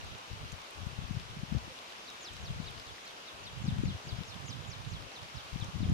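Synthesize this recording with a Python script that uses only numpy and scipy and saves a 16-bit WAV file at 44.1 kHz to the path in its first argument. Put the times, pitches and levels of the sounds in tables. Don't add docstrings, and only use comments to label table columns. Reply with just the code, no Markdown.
import sys
import numpy as np
from scipy import signal
from scipy.fft import rfft, irfft, next_fast_len
from scipy.io import wavfile
from scipy.ndimage import uniform_filter1d, map_coordinates

SR = 44100
rng = np.random.default_rng(int(sys.argv[2]) if len(sys.argv) > 2 else 0)


def log_audio(samples):
    frames = np.atleast_2d(samples).T
    limited = np.clip(frames, -1, 1)
    pcm = np.round(limited * 32767).astype(np.int16)
    wavfile.write(sys.argv[1], SR, pcm)


N = 261513

# (frequency [Hz], relative density [dB])
HISS_SPECTRUM = [(25, -16), (100, -9.5), (250, -4), (450, -1.6), (700, 0), (1100, 1.5), (1900, -4),
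                 (2900, -2), (3800, -4.5), (4300, -7), (6000, -10), (8200, -19.5), (10000, -21),
                 (15000, -31)]
# (frequency [Hz], left-right correlation [-1 to 1])
COHERENCE = [(60, 0.81), (430, 0.57), (620, 0.2), (1000, -0.42), (1350, -0.4), (2000, -0.13), (2450, 0.25),
             (3350, -0.22), (4800, 0.014), (8000, -0.038)]
# (start [s], duration [s], port [L/R], level at mid-puff [dB])
WIND_PUFFS = [(0, 0.082, "L", -45), (0, 0.15, "R", -47.5), (0.302, 0.061, "L", -44.5),
              (0.348, 0.1, "R", -47), (0.40, 0.17, "L", -44.5), (0.785, 0.13, "L", -39),
              (0.963, .23, "L", -38), (0.993, 0.028, "R", -48), (1.161, 0.058, "R", -47),
              (1.252, 0.41, "L", -46.5), (1.334, 0.065, "R", -47.5), (1.36, 0.056, "L", -42.5),
              (1.52, 0.054, "L", -31.5), (1.62, 0.08, "R", -52), (2.318, 0.36, "L", -43.5),
              (2.426, 0.15, "R", -44.5), (2.602, 0.18, "L", -46), (2.876, 0.026, "R", -45.5),
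              (3.345, 0.26, "L", -53.5), (3.536, 0.4, "R", -39.5), (3.65, 0.1, "L", -34.5),
              (3.785, 0.12, "L", -34.5), (3.92, .035, "L", -42), (4.06, 0.15, "L", -41),
              (4.07, 0.08, "R", -47), (4.29, 0.322, "R", -42), (4.64, 0.33, "R", -41.5),
              (4.718, 0.16, "L", -55), (4.882, 0.18, "L", -46.5), (5.193, 0.053, "R", -51),
              (5.2, .25, "L", -61), (5.353, 0.025, "R", -43), (5.446, 0.16, "R", -55),
              (5.532, .12, "L", -39.5), (5.65, 0.038, "R", -47), (5.753, 0.22, "L", -32.5),
              (5.8, 0.07, "R", -37.5), (5.887, 0.045, "R", -27)]
# (frequency [Hz], relative density [dB])
RUMBLE_SPECTRUM = [(15, -25), (30, -11), (60, -0.5), (100, 2.5), (150, -3.5), (210, -11.5), (300, -21),
                   (420, -32), (800, -67), (2000, -93)]
# (time [s], left gain [dB], right gain [dB])
BASS_GAINS = [(0, 6, -7), (3.2, 3.5, 0), (3.6, -14, -18), (4.0, -6, -15), (4.4, 7, -30), (4.9, 3, -3),
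              (5.9, -1, -10)]
# (time [s], port [L/R], envelope peak [dB], frequency [Hz])
STRONG_EDDIES = [(.316, "L", -33, 85), (.334, "L", -28, 98), (0.341, "R", -37, 110), (.530, "L", -30, 116),
                 (.870, "L", -24, 134), (.990, "L", -24, 123), (1.015, "R", -37, 130),
                 (1.040, "L", -32, 124), (1.11, "L", -21, 152), (1.172, "L", -21.5, 123),
                 (1.177, "R", -34, 130), (1.371, "R", -30, 156), (1.435, "L", -22.5, 153),
                 (1.526, "L", -18, 158), (1.549, "L", -26, 307), (1.554, "L", -18, 118),
                 (1.57, "L", -26, 90), (1.681, "L", -36, 230), (2.507, "L", -23.5, 117),
                 (2.515, "R", -35, 125), (2.602, "L", -24, 160), (3.645, "L", -23, 142),
                 (3.683, "R", -23, 143), (3.687, "L", -17.5, 156), (3.710, "R", -26, 133),
                 (3.770, "L", -23, 144), (3.789, "L", -19, 118), (3.798, "L", -19.5, 125),
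                 (3.837, "L", -17.5, 237), (3.858, "L", -19.5, 116), (3.876, "L", -23.5, 130),
                 (3.951, "R", -30, 95), (4.131, "L", -30, 95), (4.189, "L", -26, 131),
                 (4.209, "L", -30, 145), (4.216, "L", -31, 163), (4.876, "R", -27.5, 120),
                 (4.921, "R", -30, 95), (4.949, "R", -24.5, 102), (5.372, "R", -36, 135),
                 (5.561, "L", -23, 158), (5.627, "L", -23, 119), (5.688, "R", -30, 126),
                 (5.747, "L", -30, 118), (5.807, "L", -22, 175), (5.832, "L", -19.5, 201),
                 (5.857, "L", -16.5, 115), (5.900, "R", -16.5, 161), (5.920, "R", -19.5, 185),
                 (5.924, "L", -18, 121)]
# (centre time [s], duration [s], base level [dB])
DRIP_FLURRIES = [(0.518, 0.093, -55), (0.95, 0.37, -50.5), (1.189, .16, -49)]
# (time [s], left peak [dB], right peak [dB], frequency [Hz])
NEAR_DROPS = [(.521, -38, -36, 6700), (.527, -41, -37, 6300), (.618, -36, -41, 5400),
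              (.709, -42, -38.5, 9500), (1.043, -39, -46, 3300), (1.198, -32, -43, 4400),
              (1.345, -40, -50, 3300), (1.535, -40, -47, 3700), (1.584, -33, -40, 4000),
              (1.789, -31, -41, 3600), (2.102, -35.5, -35, 5740), (2.211, -39, -41, 3200),
              (2.367, -36, -36, 4900), (2.628, -43, -46, 3300), (2.709, -42, -49, 10000),
              (2.779, -37, -40, 3800), (2.799, -31.5, -39, 4600), (2.869, -40, -49, 5250),
              (2.982, -39, -41, 1960), (3.078, -35, -40, 5200), (3.784, -33.5, -39, 3200),
              (3.856, -33, -43, 2520), (4.122, -38, -37, 3900), (4.235, -34, -36, 3750),
              (4.483, -32, -40, 3000), (4.849, -38, -42, 3600), (5.484, -43, -44, 3700),
              (5.571, -37, -43, 3300), (5.645, -35, -37, 6300)]
# (centre time [s], frequency [Hz], level [dB], duration [s])
FAR_CALLS = [(1.148, 5500, -57, .013), (1.712, 524, -52, 0.05)]
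# (time from mid-fall [s], frequency [Hz], relative level [dB])
WHISTLE_CONTOUR = [(-.058, 5913, -20), (-.051, 7000, -4), (-.042, 7398, -7.5), (-.028, 6845, -1),
                   (-.014, 5993, -2.5), (0, 4750, 0.5), (.009, 4110, -0.5), (.022, 3710, -0.5),
                   (.037, 3200, -1), (.047, 2930, -17)]
# (time of mid-fall [s], pitch factor of the lower part [ratio],
# gain at the high start [dB], in the steep fall [dB], at the bend [dB], at the low end [dB])
WHISTLES = [(2.073, 1.0, -69, -64, -42.5, -59), (2.259, 0.98, -53.5, -45.5, -46.5, -45),
            (2.459, 1.0, -60, -51, -49, -51), (2.664, .98, -63, -55, -47, -48),
            (2.869, 0.93, -68, -60, -51.5, -59), (3.065, 1.0, -64, -55, -48, -54),
            (3.27, .95, -68, -58, -46, -58), (3.459, 0.97, -59, -49, -47.5, -53),
            (3.674, 0.95, -55, -50, -48, -53), (3.879, 0.94, -56, -50, -43, -48),
            (4.093, .99, -56, -51, -48, -53), (4.302, 0.99, -53.5, -53, -49, -50),
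            (4.512, 0.95, -49.5, -47, -45, -50), (4.727, 0.96, -51.5, -47, -52, -51),
            (4.935, 0.96, -55, -54, -50, -50), (5.156, 0.95, -64, -54, -50, -51),
            (5.375, 0.93, -61, -50, -50, -53), (5.599, 0.96, -68, -59, -47, -48),
            (5.817, .96, -65, -56, -49, -50)]
# (frequency [Hz], time to decay by 60 dB [s])
WOOD_T60 = [(500, .5), (4000, 0.6), (12000, 0.19)]


def amp(db):
    return 10 ** (np.asarray(db) / 20)


def pan(db):
    return amp([[db], [-db]])


def unit(x):
    return x / np.sqrt(np.mean(x ** 2) + 1e-20)


def along(points, hz):
    f, v = np.transpose(points)
    return np.interp(np.log(hz + 1), np.log(f + 1), v)


def wobble(rate):
    return map_coordinates(rng.standard_normal(int(N * rate / SR) + 4), [np.arange(N) * rate / SR])


def filtered(x, response):
    m = next_fast_len(N + SR // 2)
    return irfft(rfft(x, m) * response(np.fft.rfftfreq(m, 1 / SR)), m)[..., :N]


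def add(track, s, sound):
    start = max(round(s * SR), 0)
    part = track[..., start:start + sound.shape[-1]]
    part += sound[..., :part.shape[-1]]


def far_rain(level_db=-48.5, patchy_db=0.98, drift_db=0.53):
    def mid_side_response(hz):
        angle = np.arccos(np.clip(along(COHERENCE, hz), -1, 1)) / 2
        return amp(along(HISS_SPECTRUM, hz)) * [np.cos(angle), np.sin(angle)]

    spectra = signal.stft(rng.standard_normal((2, N)), nperseg=512)[2]
    patches = uniform_filter1d(rng.standard_normal(spectra.shape[1:]), size=6, axis=0)
    patches = uniform_filter1d(patches, size=12, axis=1)
    noise = signal.istft(spectra * amp(patchy_db * unit(patches)), nperseg=512)[1][:, :N]
    mid, side = filtered(noise, mid_side_response)
    return amp(level_db + drift_db * wobble(1.638)) * unit(np.array([mid + side, mid - side]))


def splat(hz, cycles, spray, spray_t60, dull=0.85):
    t = np.arange(SR // 100) / SR
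    ring = np.sin(2 * np.pi * hz * t) * np.exp(-t * hz / cycles) * (1 - np.exp(-2 * t * hz))
    burst = rng.standard_normal(len(t)) * amp(-60 * t / spray_t60)
    pole = np.exp(-2 * np.pi * hz / (dull * SR))
    return ring + spray * signal.lfilter([(1 - pole) ** 2], [1, -2 * pole, pole ** 2], burst)


def patter(count=900, base_db=-53, spread_db=4.0, centre_hz=3500, port_delay_s=.00045):
    out = np.zeros((2, N))
    for when, size, pitch, side in rng.random((count, 4)):
        strength = min(-np.log(1 - size), 4)
        hz = centre_hz * 2 ** (2.3 * (pitch - .5))
        drop = amp(base_db + spread_db * strength) * splat(hz, cycles=1.0, spray=0.24, spray_t60=0.0068)
        for port, sign in zip(out, (1, -1)):
            lean = sign * (2 * side - 1)
            add(port, when * N / SR - lean * port_delay_s / 2, amp(6.1 * lean) * drop)
    return pan(.5) * out


def flow_db(port, attack_s=0.029, release_s=0.049, swell_db=3, calm_db=-76):
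    t = np.arange(N) / SR
    flow = np.full(N, float(calm_db))
    for start, length, side, db in WIND_PUFFS:
        if side == port:
            edges = np.maximum(start - t, 0) / attack_s + np.maximum(t - start - length, 0) / release_s
            swell = swell_db * (np.clip((t - start) / length, 0, 1) - .5)
            flow = np.maximum(flow, db + swell - 20 * edges)
    return flow


def wind(lump_db=5.0, gust_stretch=1.2, deep_hz=65):
    out = []
    times, *bass_gains = np.transpose(BASS_GAINS)
    for port, bass_gain in zip("LR", bass_gains):
        deep_db = np.interp(np.arange(N) / SR, times, bass_gain)
        db = flow_db(port)
        noise = rng.standard_normal(N)
        deep = filtered(noise, lambda hz: 1 / (1 + (hz / deep_hz) ** 4))
        noise = noise - deep + amp(deep_db) * deep
        soft = unit(filtered(noise, lambda hz: amp(along(RUMBLE_SPECTRUM, hz))))
        hard = unit(filtered(noise, lambda hz: amp(along(RUMBLE_SPECTRUM, hz / gust_stretch))))
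        force = np.clip((db + 40.5) / 14, 0, 1)
        eddies = (1 - force) * soft + force * hard
        eddies /= np.sqrt(np.abs(uniform_filter1d(eddies ** 2, size=3000)) + 1e-6)
        lumps = amp(lump_db * np.tanh(wobble(55)))
        out.append(amp(db) * unit(eddies * lumps))
    return np.array(out)


def stray_drops(count=90, base_db=-47, spread_db=7.5, centre_hz=4500, high_loss_db=5, lean_db=5):
    out = np.zeros((2, N))
    for when, size, pitch, side in rng.random((count, 4)):
        tick = splat(centre_hz * 2 ** (1.6 * (pitch - .5)), cycles=1.8, spray=0.33, spray_t60=0.0066)
        db = base_db + spread_db * size ** 2 - high_loss_db * (pitch - .5)
        gains = amp(db) * pan(lean_db * (2 * side - 1.5))
        add(out, when * N / SR, gains * tick / np.abs(tick).max())
    return out


def buffets(cycles=0.44):
    out = np.zeros((2, N))
    t = np.arange(-SR // 40, SR // 40) / SR
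    for (s, port, db, hz), phase in zip(STRONG_EDDIES, rng.random(len(STRONG_EDDIES))):
        thump = np.sin(2 * np.pi * (hz * t + phase)) / np.cosh(t * hz / cycles) ** 2
        add(out["LR".index(port)], s + t[0], amp(db) * thump)
    return out


def flurries(count=26, centre_hz=3600, spread_db=2.0, lean_db=4):
    out = np.zeros((2, N))
    for s, length, db in DRIP_FLURRIES:
        for early, late, pitch, size, side in rng.random((count, 5)):
            tick = splat(centre_hz * 2 ** (1.2 * (pitch - .5)), cycles=2.2, spray=0.41, spray_t60=0.0077)
            gains = amp(db + spread_db * (size + 0.5)) * pan(lean_db * side)
            add(out, s + length * (late - early) / 2, gains * tick / np.abs(tick).max())
    return out


def near_drops(reflection=0.47):
    out = np.zeros((2, N))
    for s, left_db, right_db, hz in NEAR_DROPS:
        for port, db in zip(out, (left_db, right_db)):
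            tick = splat(hz, cycles=1.54, spray=0.38, spray_t60=0.007, dull=0.91)
            tick = amp(db) * tick / np.abs(tick).max()
            add(port, s, tick)
            add(port, s + rng.uniform(0.0004, 0.0016), reflection * tick)
    return out


def far_birds(sag=.012):
    out = np.zeros(N)
    for s, hz, db, length in FAR_CALLS:
        n = round(length * SR)
        glide = hz * np.linspace(1 + sag, 1 - sag, n)
        envelope = amp(db) * np.sqrt(np.hanning(n))
        add(out, s - length / 2, envelope * np.sin(2 * np.pi * np.cumsum(glide) / SR))
    return pan(1.5) * out


def bird(gain_db=-1.0, echo_db=-8.0, flutter_db=2.0, break_db=1.84, waver=0.014, first_floor_hz=3750):
    knots, pitch, shape_db = np.transpose(WHISTLE_CONTOUR)
    t = np.arange(knots[0], knots[-1], 1 / SR)
    hz = uniform_filter1d(np.interp(t, knots, pitch), size=200, mode="nearest")
    fallen = np.clip(1 - t / knots[np.argmax(pitch)], 0, 1)
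    song, early = np.zeros(N), np.zeros((2, N))
    unsteady = 1 + waver * wobble(220)
    broken_db = break_db * wobble(160)
    for s, factor, *stress_db in WHISTLES:
        span = round((s + t[0]) * SR) + np.arange(len(t))
        stress = np.interp(t, [-0.026, -0.0074, 0.016, 0.041], stress_db)
        db = np.interp(t, knots, shape_db) + stress + broken_db[span]
        glide = factor ** fallen * hz * unsteady[span]
        if s == WHISTLES[0][0]:
            glide = np.maximum(glide, first_floor_hz)
        note = amp(db) * np.sin(2 * np.pi * np.cumsum(glide) / SR)
        add(song, s + t[0], note)
        for port in early:
            for delay in rng.uniform(.0005, .007, size=4):
                add(port, s + t[0] + delay, .27 * note)
    now = np.arange(N)
    lag_s = np.interp(now / SR, [2.3, 5.6], [0, .00023])
    left = map_coordinates(song, [now - lag_s * SR])
    direct = np.array([left, song]) * amp(flutter_db * wobble(130))
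    return amp(gain_db) * (direct + early + amp(echo_db) * tree_echo(song))


def tree_echo(x):
    hz, t, spectra = signal.stft(rng.standard_normal((2, SR // 2)), SR, nperseg=256)
    decay = amp(-60 * t / along(WOOD_T60, hz)[:, None])
    tail = signal.istft(spectra * decay, SR, nperseg=256)[1]
    return signal.fftconvolve(x[None], tail / np.linalg.norm(tail[0]), axes=1)[:, :N]


def scene():
    rain = far_rain() * pan(.6) + patter() + stray_drops() + flurries() + near_drops()
    return rain + bird() + far_birds() + wind() + buffets()


def record(dry):
    return filtered(dry, lambda hz: hz < 15450)


dry = scene()
out = record(dry)
log_audio(out)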